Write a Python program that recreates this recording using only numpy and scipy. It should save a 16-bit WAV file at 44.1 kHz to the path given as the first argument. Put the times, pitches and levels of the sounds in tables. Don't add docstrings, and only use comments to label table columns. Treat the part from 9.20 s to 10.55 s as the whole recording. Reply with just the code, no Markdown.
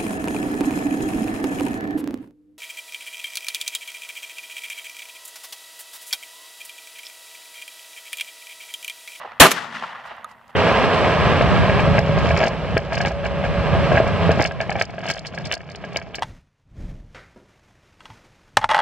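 import sys
import numpy as np
from scipy import signal
from scipy.fft import rfft, irfft, next_fast_len
from scipy.io import wavfile
from scipy.ndimage import map_coordinates

SR = 44100
rng = np.random.default_rng(int(sys.argv[2]) if len(sys.argv) > 2 else 0)


def transcribe(u):
    v = np.clip(np.atleast_2d(u).T, -1, 1)
    q = np.round(v * 32767).astype(np.int16)
    wavfile.write(sys.argv[1], SR, q)


N = 59535
T = np.arange(N) / SR
SHOT_S = .2014

# (frequency [Hz], left-right correlation [0-1])
FAR_ALIKE = [(60, 0.63), (240, 0.82), (950, 0.89), (3770, 0.83), (15000, 0.44)]
NEAR_ALIKE = [(200, 0.96), (1200, 0.89), (2200, .58), (10000, .47)]


def amp(db):
    return 10 ** (np.asarray(db) / 20)


def unit(x):
    return x / np.sqrt(np.mean(x ** 2) + 1e-20)


def along(points, hz):
    freqs, values = np.transpose(points)
    return np.interp(np.log(hz + 1), np.log(freqs + 1), values)


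def wobble(rate):
    return map_coordinates(rng.standard_normal(N // 8), [T * rate], mode="wrap")


def pan(db):
    return amp(np.array([[.5], [-.5]]) * db)


def filtered(x, response):
    size = next_fast_len(N + SR // 2)
    return irfft(rfft(x, size) * response(np.fft.rfftfreq(size, 1 / SR)), size)[..., :N]


def high_passed(x, hz):
    return signal.sosfilt(signal.butter(2, hz, "high", fs=SR, output="sos"), x)


def noise(spectrum, alike, tilt_db=0, size=N):
    padded = next_fast_len(size)
    hz = np.fft.rfftfreq(padded, 1 / SR)
    spread = np.arccos(np.clip(along(alike, hz), -1, 1)) / 2
    colour = amp(along(spectrum, hz) + tilt_db * np.log2(hz / 1000 + 1e-3))
    white = rfft(rng.standard_normal((2, padded)))
    mid, side = irfft(white * colour * [np.cos(spread), np.sin(spread)], padded)[:, :size]
    return unit(np.array([mid + side, mid - side]))


def faded(x, level_db):
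    hz, t, frames = signal.stft(x, SR, nperseg=512)
    return signal.istft(frames * amp(level_db(hz[:, None], t)), SR, nperseg=512)[1][:, :N]


def burst(start, t60):
    return (T >= start) * np.exp(-np.log(1000) * np.maximum(T - start, 0) / t60)


def swell(centre, width):
    return np.exp(-((T - centre) / width) ** 2 / 2)


def thud(centre, width, spectrum, alike, tilt_db=0):
    start = max(round(centre * SR) - SR // 16, 0)
    span = slice(start, start + SR // 8)
    bell = swell(centre, width)[span]
    grain = unit(bell * noise(spectrum, alike, tilt_db, size=len(bell)))
    track = np.zeros((2, N))
    track[:, span] = grain * np.sqrt(np.mean(bell ** 2))
    return track


def tree_line():
    # (time [s], level [dB], treble lift [dB])
    roll = [(0, -34, 4.5), (.06, -38, 4.5), (.18, -43, 2.5), (0.329, -37.5, -3), (.38, -34, -2.5),
            (.50, -38, -6), (.55, -36, 2.5), (.605, -38, 2), (.66, -35.5, 1), (.74, -35, -3.5),
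            (.83, -39.5, -0.5), (.91, -35.5, 1.5), (1.02, -42, -2.5), (1.12, -43, -1.5), (1.17, -51, -1),
            (1.27, -51.5, 8.5), (1.33, -45.5, 3.5)]
    # (time [s], left over right [dB])
    drift = [(0, -4), (.4, 8.5), (.6, 0.5), (.76, .4), (.95, -2.5), (1.3, -2)]
    # (frequency [Hz], level [dB])
    tone = [(150, -40), (340, -33), (480, -13.5), (660, -4.5), (1050, -0.5), (1650, -5), (1950, -2),
            (2230, -12), (2750, -9.5), (5500, -27), (10700, -45), (16000, -65)]
    # (frequency [Hz], share of the lift [0-1])
    shelf = [(1500, 0.0029), (4500, 1)]
    air_db_per_khz_s, neutral_age_s, earlier_shot_age_s = 5.5, .5, .8
    times, level_db, treble_db = np.transpose(roll)

    def colour_db(hz, t):
        age = np.where(t < SHOT_S, t + earlier_shot_age_s, t - SHOT_S)
        air_db = -air_db_per_khz_s * np.minimum(hz / 1e3, 7) * (age - neutral_age_s)
        return air_db + along(shelf, hz) * np.interp(t, times, treble_db)

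    wash = faded(noise(tone, FAR_ALIKE), colour_db)
    envelope = amp(np.interp(T, times, level_db) + 1.8 * wobble(260))
    return wash * envelope * pan(np.interp(T, *np.transpose(drift)))


def night():
    # (frequency [Hz], level [dB])
    tone = [(25, -11.5), (90, 0.5), (160, -2.5), (235, 3), (310, -11.5), (900, -3), (3000, -26.5),
            (8000, -32), (15000, -31.5)]
    return amp(-57) * noise(tone, FAR_ALIKE)


def single_echoes():
    # (time [s], level [dB], half length [s], centre [Hz], left over right [dB])
    echoes = [(0.0166, -31, 0.0023, 850.5, -1.5), (0.056, -30, 0.0055, 760, -0.5),
              (0.0777, -34, 0.0021, 855, -2), (.120, -32.5, 0.0015, 1040, -6),
              (0.38, -26.5, 0.0095, 1630, 8.5), (0.444, -31, 0.0045, 1320, 4.5),
              (0.553, -29, 0.0027, 1500, 1), (0.57, -28, 0.0019, 1500, 2), (0.626, -23, .0015, 1000, 1),
              (0.6382, -24, 0.0016, 1050, 1), (0.642, -26, 0.0061, 960, 1), (.857, -34, 0.004, 1000, -3),
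              (0.917, -32, 0.0043, 800, -1.5), (0.983, -36.5, 0.0018, 1000, 0),
              (1.214, -45.5, .0015, 1100, 6.5), (1.296, -44, 0.0033, 940, -1.5)]
    # (frequency [Hz], level [dB])
    tone = [(100, -44), (300, -40), (450, -15.5), (700, -2), (1000, 2.5), (2000, -13), (4000, -26.5),
            (9000, -52), (16000, -83)]
    track = np.zeros((2, N))
    for time, db, width, centre_hz, side_db in echoes:
        shifted = [(hz * centre_hz / 1e3, level) for hz, level in tone]
        track += amp(db) * pan(side_db) * thud(time, width, shifted, FAR_ALIKE)
    return track


def muzzle():
    # (frequency [Hz], level [dB])
    crack_tone = [(30, -28), (120, -8), (200, 0), (420, 2), (700, -1), (1500, -3), (3800, 0), (6000, -8),
                  (15000, -12)]
    gas_tone = [(88, -38.5), (150, -9.5), (805, -2), (1420, -5), (1560, -1.5), (2870, -6), (5150, -15.5),
                (11500, -14), (16000, -28.5)]
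    crack_t60_s, lead_s = .028, .002
    roar_s, hold_s, fall_db_per_s = .2072, .010, 400
    push_s, push_hz = .212, 72
    hits = amp(8) * burst(SHOT_S, crack_t60_s) + amp(-9) * burst(SHOT_S - lead_s, crack_t60_s)
    crack = hits * noise(crack_tone, NEAR_ALIKE)
    roar_db = 2 - fall_db_per_s * np.maximum(T - roar_s - hold_s, 0) + .5 * wobble(300)
    roar = (T >= roar_s) * amp(roar_db) * noise(gas_tone, NEAR_ALIKE, tilt_db=-1)
    push = (T >= SHOT_S) * swell(push_s, width=.0055) * np.cos(2 * np.pi * push_hz * (T - push_s))
    return crack + roar + amp(-8.5) * push * pan(db=5)


def boom():
    # (frequency [Hz], level [dB])
    tone = [(30, -30), (80, -18), (130, -4), (235, 1.5), (320, -12), (480, -11.5), (800, -23.5),
            (2000, -59)]
    hold_s, fall_db_per_s = .37, 59
    level_db = -45.5 - fall_db_per_s * np.maximum(T - SHOT_S - hold_s, 0)
    return (T >= SHOT_S) * amp(level_db + wobble(40)) * noise(tone, FAR_ALIKE)


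def ground_and_scrub():
    # (time [s], level [dB], half length [s], brightness [dB/octave])
    reflections = [(.2245, -5, .0025, -2), (.2355, -10, .003, -2), (0.2505, -10, 0.0014, -3),
                   (0.257, -9, 0.0012, -1.5), (0.2648, -9, .0015, 0), (.2690, -10, 0.0017, 1.5),
                   (0.285, -20, 0.0026, -0.5)]
    # (frequency [Hz], level [dB])
    ground_tone = [(24, -57.5), (40, -28.5), (231, 1.5), (433, 1), (810, -11.5), (1090, 5), (1760, -9),
                   (2000, -11), (2210, -13), (2500, -5.5), (7930, -27), (11800, -27), (16000, -46.5)]
    slap_tone = [(100, -30), (260, -4), (550, 0), (1100, 1), (1700, -9), (3300, -12), (7000, -24),
                 (12000, -25), (16000, -38)]
    scrub_tone = [(24, -69), (40, -38), (167, -4), (220, -5.5), (646, -2), (1120, -7), (3470, -11),
                  (4460, -14.5), (7730, -18), (9220, -24), (11300, -21.5), (16000, -30.5)]
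    # (frequency [Hz], t60 [s])
    scrub_t60 = [(100, .6), (500, 0.44), (1800, .52), (5000, 0.51), (14000, .325)]
    arrival_s, rise_s, fall_from_s, fall_db_per_s = .228, .02, .2576, 498
    rise = np.clip((T - arrival_s) / rise_s, 0, 1)
    ground_db = -11.5 - fall_db_per_s * np.maximum(T - fall_from_s, 0)
    ground = rise * amp(ground_db) * noise(ground_tone, NEAR_ALIKE)
    slaps = sum(amp(db) * thud(time, width, slap_tone, NEAR_ALIKE, tilt)
                for time, db, width, tilt in reflections)
    tail = faded(noise(scrub_tone, FAR_ALIKE),
                 lambda hz, t: -60 * np.maximum(t - SHOT_S, 0) / along(scrub_t60, hz))
    scrub = rise * tail * amp(-13 + 1.4 * wobble(120)) * pan(db=.5)
    return high_passed(ground + slaps, hz=105) + scrub


def action():
    # (time [s], level [dB], rattle length [s], t60 [s])
    clacks = [(0.3092, -18, 0.00078, .022), (0.3144, -14.5, 0.0036, .042)]
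    # (frequency [Hz], level [dB])
    tone = [(240, -45), (400, -4.5), (1200, -3), (1560, -4), (2090, -3), (4440, -13), (6440, -10),
            (9470, -16), (11200, -10.5), (16000, -24)]
    envelope = sum(amp(db) * (T >= time) * np.maximum(T < time + rattle, burst(time + rattle, t60))
                   for time, db, rattle, t60 in clacks)
    return envelope * amp(1.8 * wobble(900)) * noise(tone, NEAR_ALIKE)


def gear():
    # (time [s], level [dB], half length [s])
    rustles = [(.868, -59, 0.013), (0.967, -60, .0012), (1.095, -61, 0.0055), (1.115, -58, 0.0072),
               (1.281, -58, .0015), (1.301, -66, .008)]
    # (frequency [Hz], level [dB])
    tone = [(1000, -18), (3700, -7), (4500, 2), (5400, -5), (7000, -6), (11000, -11), (15500, -22)]
    envelope = sum(amp(db) * swell(time, width) for time, db, width in rustles)
    return envelope * amp(2.99 * wobble(700)) * noise(tone, NEAR_ALIKE)


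def clink():
    # (frequency [Hz], level [dB], t60 [s])
    modes = [(1242, 2.5, 0.041), (2720, -20, 0.013), (3660, -12, 0.018), (3940, -16, 0.011),
             (6650, -11, 0.0083), (9200, -14.5, 0.0055), (10800, -7, .007), (11600, -17, .005),
             (13500, -20, .005)]
    tap_s, attack_s = 1.0445, .00048
    age = T - tap_s
    ring = sum(amp(db) * burst(tap_s, t60) * np.sin(2 * np.pi * hz * age) for hz, db, t60 in modes)
    attack = np.clip(age / attack_s, 0, 1)
    chatter = amp(.5 * wobble(700))
    return amp(-24.5) * high_passed(ring * attack * chatter, hz=600) * pan(db=-4.5)


def scene():
    echoes = ground_and_scrub() + tree_line() + single_echoes() + boom()
    return muzzle() + action() + echoes + clink() + gear() + night()


def record(dry):
    hardness, top_hz = 8, 15700
    clipped = dry / (1 + np.abs(dry) ** hardness) ** (1 / hardness)
    return filtered(clipped, lambda hz: 1 / (1 + (hz / top_hz) ** 90))


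dry = scene()
out = record(dry)
transcribe(out)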